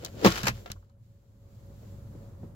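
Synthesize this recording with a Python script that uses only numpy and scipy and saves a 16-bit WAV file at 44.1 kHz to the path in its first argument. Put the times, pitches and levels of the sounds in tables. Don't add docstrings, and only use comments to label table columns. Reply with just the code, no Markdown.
import sys
import numpy as np
from scipy import signal
from scipy.fft import rfft, irfft, next_fast_len
from scipy.io import wavfile
from scipy.ndimage import map_coordinates

SR = 44100
rng = np.random.default_rng(int(sys.argv[2]) if len(sys.argv) > 2 else 0)


def file_out(sig):
    cols = np.atleast_2d(sig).T
    lim = np.clip(cols, -1, 1)
    pcm = np.round(lim * 32767).astype(np.int16)
    wavfile.write(sys.argv[1], SR, pcm)


N = 112454

# time in seconds, then rumble, midrange rush and hiss in dB.
BACKGROUND_LEVELS = [(0, -47, -63.5, -61.5), (.6, -46, -64.5, -59.5), (.8, -58.5, -71, -74),
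                     (.96, -57, -71.5, -91), (1.04, -53.5, -74, -76.5), (1.2, -58, -71, -78),
                     (1.38, -54.5, -69.5, -77), (1.55, -50.5, -63.5, -70), (1.7, -46, -60.5, -70),
                     (1.87, -46.5, -60, -65), (2.05, -43.5, -58.5, -70.5), (2.25, -45.5, -56, -68),
                     (2.36, -47, -59, -74), (2.45, -45, -56.5, -70.5), (2.55, -46, -60.5, -80)]
# time in seconds, level in dB.
SWING_LEVELS = [(0, -54.5), (.04, -44), (.11, -57.5), (.16, -51.5), (.21, -42), (.245, -28.5), (.3, -46),
                (.39, -45.5), (.53, -59), (.61, -55), (.68, -57), (.78, -68)]
BAG_LEVELS = [(0, -62.5), (.065, -48), (.105, -67), (.15, -63), (.21, -49), (.245, -36), (.285, -30.5),
              (.31, -36.5), (.395, -36), (.42, -43), (.495, -42), (.525, -58), (.58, -57), (.64, -74),
              (.68, -69), (.725, -53.5), (.76, -84), (.92, -84)]

# start in
# seconds, body in dB, spike in dB.
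CLICK_HITS = [(0.0487, -28, -16), (0.0521, -30.5, -24), (0.061, -31.5, -42), (0.213, -45, -40),
              (0.2468, -22, -19.5), (.2622, -24, -16.5), (0.304, -27.5, -40), (0.3217, -24.5, -26),
              (.432, -27, -34), (0.444, -31.5, -41), (0.4825, -21, -20.5), (0.7173, -28.5, -21.5),
              (.897, -63.5, -72)]
# start in seconds, then thud, panel ring and crack in dB.
LID_HITS = [(0.2243, -30.5, -44, -48), (0.243, -23, -42, -38), (0.2468, -5.5, -22, -16.5),
            (0.2506, -12.5, -28, -31), (0.2559, -4, -14, -24.5), (0.2613, -11, -12, -18.5),
            (0.2651, -17.5, -13.5, -25), (0.2718, -22, -14, -21.5)]
# start in seconds, clack in dB, thump in dB.
ITEM_HITS = [(0.328, -44.5, -45.5), (0.382, -38.5, -52.5), (0.4329, -31, -38), (.4390, -43, -26.5),
             (0.455, -31.5, -38.5), (0.468, -25, -37), (0.4704, -21.5, -44), (0.4801, -23.5, -42),
             (.4825, -26, -46.5), (.4890, -32.5, -30), (0.5064, -50, -32.5), (0.703, -71, -38.5)]
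# start in seconds, level in dB.
BUMP_HITS = [(.143, -41.5), (.166, -42), (1.829, -42.5), (1.925, -47), (2.150, -43), (2.432, -37)]
BOOM_HITS = [(0.267, -27), (0.479, -42), (.535, -33), (0.702, -38), (.755, -36)]
SEAT_HITS = [(.6595, -42), (.676, -49.5), (.7005, -42.5)]
CREAK_HITS = [(.762, -54), (.826, -60.5), (.897, -65.5)]

# frequency in Hz, gain in dB.
RUMBLE_EQ = [(20, -17), (55, -3.5), (75, -3.5), (108, 4), (150, -10), (210, -9.5), (300, -30), (600, -52)]
RUSH_EQ = [(100, -13), (210, -1.5), (330, -3.5), (560, -4.5), (720, -11.5), (1100, -15), (1800, -25),
           (5000, -55)]
HISS_EQ = [(500, -5), (1400, 2), (2600, -1), (4300, 1), (5700, -1.5), (7500, 3), (8800, -17), (12000, -2.5),
           (15500, -3.5)]
RUB_EQ = [(80, -18.5), (170, -6.5), (350, -1.5), (560, -2.5), (900, -17), (2000, -39.5), (5000, -72)]
CRINKLE_EQ = [(200, -16.5), (700, -0.5), (1300, 1.5), (4500, -2), (7400, -8), (8600, -20.5), (12000, -13.5),
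              (15500, -16)]
SNAP_EQ = [(300, -34), (1500, -8.5), (2500, -15.5), (3800, -2), (6800, -1.5), (9000, -15.5), (12500, -11.5),
           (15500, -17.5)]
SPIKE_EQ = [(1000, -25), (3500, -1), (7000, -2), (9000, -14), (13000, -5), (15500, -6)]
BUMP_EQ = [(60, -18.5), (170, 3.5), (300, -4.5), (520, -7.5), (800, -24), (4000, -47.5), (9000, -70.5)]
KNOCK_EQ = [(60, -33.5), (150, -6), (320, 0), (400, -6.5), (560, 5), (700, 2), (1100, -1), (2500, -29.5),
            (6000, -64)]
CRACK_EQ = [(200, -17), (700, -3), (1300, 6), (4000, -1), (7400, -9), (8400, -25.5), (11000, -20),
            (15500, -13.5)]
CLACK_EQ = [(150, -30), (400, -1), (1400, -1.5), (2700, -1.5), (3600, -8.5), (4600, -4), (7300, -8),
            (9500, -24.5), (13000, -9.5), (15500, -22)]
CREAK_EQ = [(500, -8), (1100, 7), (1500, 0), (2200, -33), (3500, -20), (12000, -38)]

# frequency in Hz, seconds to fall 60 dB.
SNAP_DECAY = [(1000, 0.0097), (4000, 0.018), (14000, 0.0039)]
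SPIKE_DECAY = [(3000, 0.0027), (14000, 0.0025)]
BUMP_DECAY = [(150, 0.14), (600, 0.06)]
LID_DECAY = [(200, 0.059), (5000, 0.065)]
ITEM_DECAY = [(2000, 0.07), (14000, 0.045)]
CREAK_DECAY = [(1000, 0.054), (4000, 0.071)]

# centre in Hz, width in Hz, gain in dB.
BAG_RESONANCES = [(1116, 100, -4), (1400, 150, 2.5), (2520, 90, -6), (2990, 68, 2.5), (4392, 60, -6.5)]
# pitch in Hz, level in dB, seconds to fall 60 dB.
PANEL_RING = [(120.9, -11.5, 0.17), (177, -6, 0.11), (207.3, 0.5, 0.055), (326, -7.5, 0.097),
              (420, -14, 0.12), (543, -10, 0.071), (635, -15, 0.095), (721, -24.5, 0.21), (888, -5, .035),
              (1099.5, -12, .11)]
BOOM_RING = [(50.5, -6, 0.42), (90.6, -4.5, 0.29)]
ITEM_RING = [(1054, 5, 0.08), (1210, 1, 0.06), (1403, 0.5, 0.062), (1680, 4.5, .07), (2592, -2.5, 0.1),
             (2620, -7.5, 0.1)]
BIN_RING = [(119, -4, 0.16), (135, 0, 0.083), (194.1, -2, 0.12)]
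RIM_RING = [(594, 9.5, 0.025), (710, 2.5, 0.04), (1360, -3, 0.092), (2740, -10.5, 0.065),
            (3640, -11, 0.041)]

# frequency in Hz, left-right likeness (1 is mono).
BOX_LIKENESS = [(200, 1), (450, 0.32), (800, 0.63), (1500, 0.2), (14000, 0.14)]
BACKGROUND_LIKENESS = [(60, 0.94), (130, 0.96), (290, 1), (640, 0.097), (1400, 0)]
# frequency in Hz, dB added on the left and taken from the right.
BOX_PAN = [(100, -1.5), (330, 2), (550, 0), (1000, 0.63), (14000, 1.47)]

CONTACT_RISE_S, RING_RISE_S = 0.00013, 0.0011


def amp(db):
    return 10 ** (np.asarray(db) / 20)


def unit_rms(x):
    return x / np.sqrt(np.mean(x ** 2) + 1e-20)


def along(points, hz):
    f, values = np.transpose(points)
    return np.interp(np.log(hz + 1), np.log(f + 1), values)


def curves(rows):
    times, *columns = np.transpose(rows)
    return [np.interp(np.arange(N) / SR, times, column) for column in columns]


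def movement(rows):
    overrun_s = np.maximum(np.arange(N) / SR - rows[-1][0], 0)
    return amp(curves(rows)[0]) * np.exp(-overrun_s / 0.052)


def wobble(rate):
    return map_coordinates(rng.standard_normal(200), [np.arange(N) * rate / SR], mode="wrap")


def filtered(x, response):
    n = x.shape[-1]
    padded = next_fast_len(n + 4096)
    return irfft(rfft(x, padded) * response(np.fft.rfftfreq(padded, 1 / SR)), padded)[..., :n]


def noise(eq, likeness=BOX_LIKENESS, size=N):
    def response(hz):
        width = np.arccos(np.clip(along(likeness, hz), -1, 1)) / 2
        return amp(along(eq, hz)) * [np.cos(width), np.sin(width)]
    mid, side = filtered(rng.standard_normal((2, size)), response)
    return unit_rms(np.array([mid + side, mid - side]))


def burst(eq, decay, rise_s=CONTACT_RISE_S):
    t = np.arange(SR // 3) / SR
    source = noise(eq, size=len(t))
    centres, t60s = np.transpose(decay)
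    out = 0
    for share, t60 in zip(np.eye(len(centres)), t60s):
        band = filtered(source, lambda hz: along(np.c_[centres, share], hz))
        out += band * amp(-60 * t / t60)
    return out * (1 - np.exp(-t / rise_s))


def ring(modes, spread=0):
    t = np.arange(SR) / SR
    out = 0
    for hz, db, t60 in modes:
        envelope = amp(db + 1.5 * rng.normal() - 60 * t / t60)
        out += envelope * np.sin(2 * np.pi * hz * t + spread * rng.normal(size=(2, 1)))
    return out * (1 - np.exp(-t / RING_RISE_S))


def add(out, start, x):
    part = out[:, max(round(start * SR), 0):][:, :x.shape[-1]]
    part += x[..., :part.shape[-1]]


def taps(hits, eq, decay, rise_s=CONTACT_RISE_S):
    out = np.zeros((2, N))
    for start, db in hits:
        add(out, start, amp(db) * burst(eq, decay, rise_s))
    return out


def background(fan_hz=557):
    rumble_db, rush_db, hiss_db = curves(BACKGROUND_LEVELS)
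    fan_phase = 2 * np.pi * np.cumsum(fan_hz + 1.2 * wobble(40)) / SR
    fan_db = -68 + 0.79 * (rush_db - rush_db.mean()) + 3.1 * wobble(15)
    rush = amp(rush_db + wobble(25)) * noise(RUSH_EQ, BACKGROUND_LIKENESS)
    hiss = amp(hiss_db) * noise(HISS_EQ, BACKGROUND_LIKENESS)
    rumble = amp(rumble_db) * noise(RUMBLE_EQ, BACKGROUND_LIKENESS)
    return rumble + rush + hiss + amp(fan_db) * np.sin(fan_phase)


def lid_swing():
    return movement(SWING_LEVELS) * noise(RUB_EQ)


def bag_slide(snaps_per_s=1500, spread_db=2, grain_s=0.0007, rattle_db=-5):
    def contents(f):
        return sum(amp(db) * 1j * f * width / (hz ** 2 - f ** 2 + 1j * f * width)
                   for hz, width, db in BAG_RESONANCES)
    triggers = rng.random(N) < snaps_per_s / SR
    snaps = triggers * amp(spread_db * np.minimum(rng.exponential(size=N), 5))
    grains = unit_rms(signal.lfilter([1], [1, -np.exp(-1 / (grain_s * SR))], snaps))
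    film = unit_rms((grains + 0.9) * noise(CRINKLE_EQ))
    rattle = unit_rms(filtered(snaps * noise(CRINKLE_EQ), contents))
    return movement(BAG_LEVELS) * (film + amp(rattle_db) * rattle)


def sharp_clicks():
    hits = np.array(CLICK_HITS)
    body = taps(hits[:, [0, 1]], SNAP_EQ, SNAP_DECAY)
    spike = taps(hits[:, [0, 2]], SPIKE_EQ, SPIKE_DECAY)
    return body + spike


def hand_bumps():
    return taps(BUMP_HITS, BUMP_EQ, BUMP_DECAY, rise_s=0.0013)


def air_thud(peak_s=0.0017, width_s=0.00052):
    u = (np.arange(SR // 20) / SR - peak_s) / width_s
    return (1 - u ** 2) * np.exp(-u ** 2 / 2)


def lid_slam(knock_db=-12.5, low_cut_hz=89):
    panel, contact = np.zeros((2, 2, N))
    for start, thud_db, ring_db, crack_db in LID_HITS:
        add(panel, start, amp(thud_db) * air_thud())
        add(panel, start, amp(ring_db) * ring(PANEL_RING, spread=0.12))
        add(contact, start, amp(thud_db + knock_db) * burst(KNOCK_EQ, LID_DECAY))
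        add(contact, start, amp(crack_db) * burst(CRACK_EQ, LID_DECAY))
    return contact + filtered(panel, lambda hz: hz ** 4 / (hz ** 4 + low_cut_hz ** 4))


def cabin_boom():
    out = np.zeros((2, N))
    for start, db in BOOM_HITS:
        add(out, start, amp(db) * ring(BOOM_RING))
    return out


def loose_items(ring_db=-9):
    out = np.zeros((2, N))
    for start, clack_db, thump_db in ITEM_HITS:
        add(out, start, amp(clack_db) * burst(CLACK_EQ, ITEM_DECAY))
        add(out, start, amp(clack_db + ring_db) * ring(ITEM_RING, spread=1.0))
        add(out, start, amp(thump_db) * ring(BIN_RING))
    return out


def lid_seating(crack_db=-1):
    out = np.zeros((2, N))
    for start, db in SEAT_HITS:
        add(out, start, amp(db) * ring(RIM_RING, spread=0.7))
        add(out, start, amp(db + crack_db) * burst(CRACK_EQ, ITEM_DECAY))
    return out


def lid_creaks():
    return taps(CREAK_HITS, CREAK_EQ, CREAK_DECAY)


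def pan_left(x, lead_s=0.00026):
    sides = np.array([[1], [-1]])
    return filtered(x, lambda hz: amp(along(BOX_PAN, hz) * sides)
                    * np.exp(1j * np.pi * hz * lead_s * sides))


def cabin_reverb(x, t60_s=0.12, wet_db=-26.5):
    t = np.arange(SR // 2) / SR
    tail = rng.standard_normal((2, len(t))) * amp(-60 * t / t60_s)
    tail /= np.linalg.norm(tail[0])
    return amp(wet_db) * signal.fftconvolve(x, tail, axes=1)[:, :N]


def scene():
    box = lid_slam() + lid_swing() + lid_seating() + loose_items()
    box = pan_left(box + sharp_clicks() + lid_creaks() + bag_slide())
    return box + cabin_reverb(box) + cabin_boom() + hand_bumps() + background()


def record(dry):
    top_hz = 15950
    return filtered(np.clip(dry, -1, 1), lambda hz: 1 / (1 + (hz / top_hz) ** 150))


dry = scene()
out = record(dry)
file_out(out)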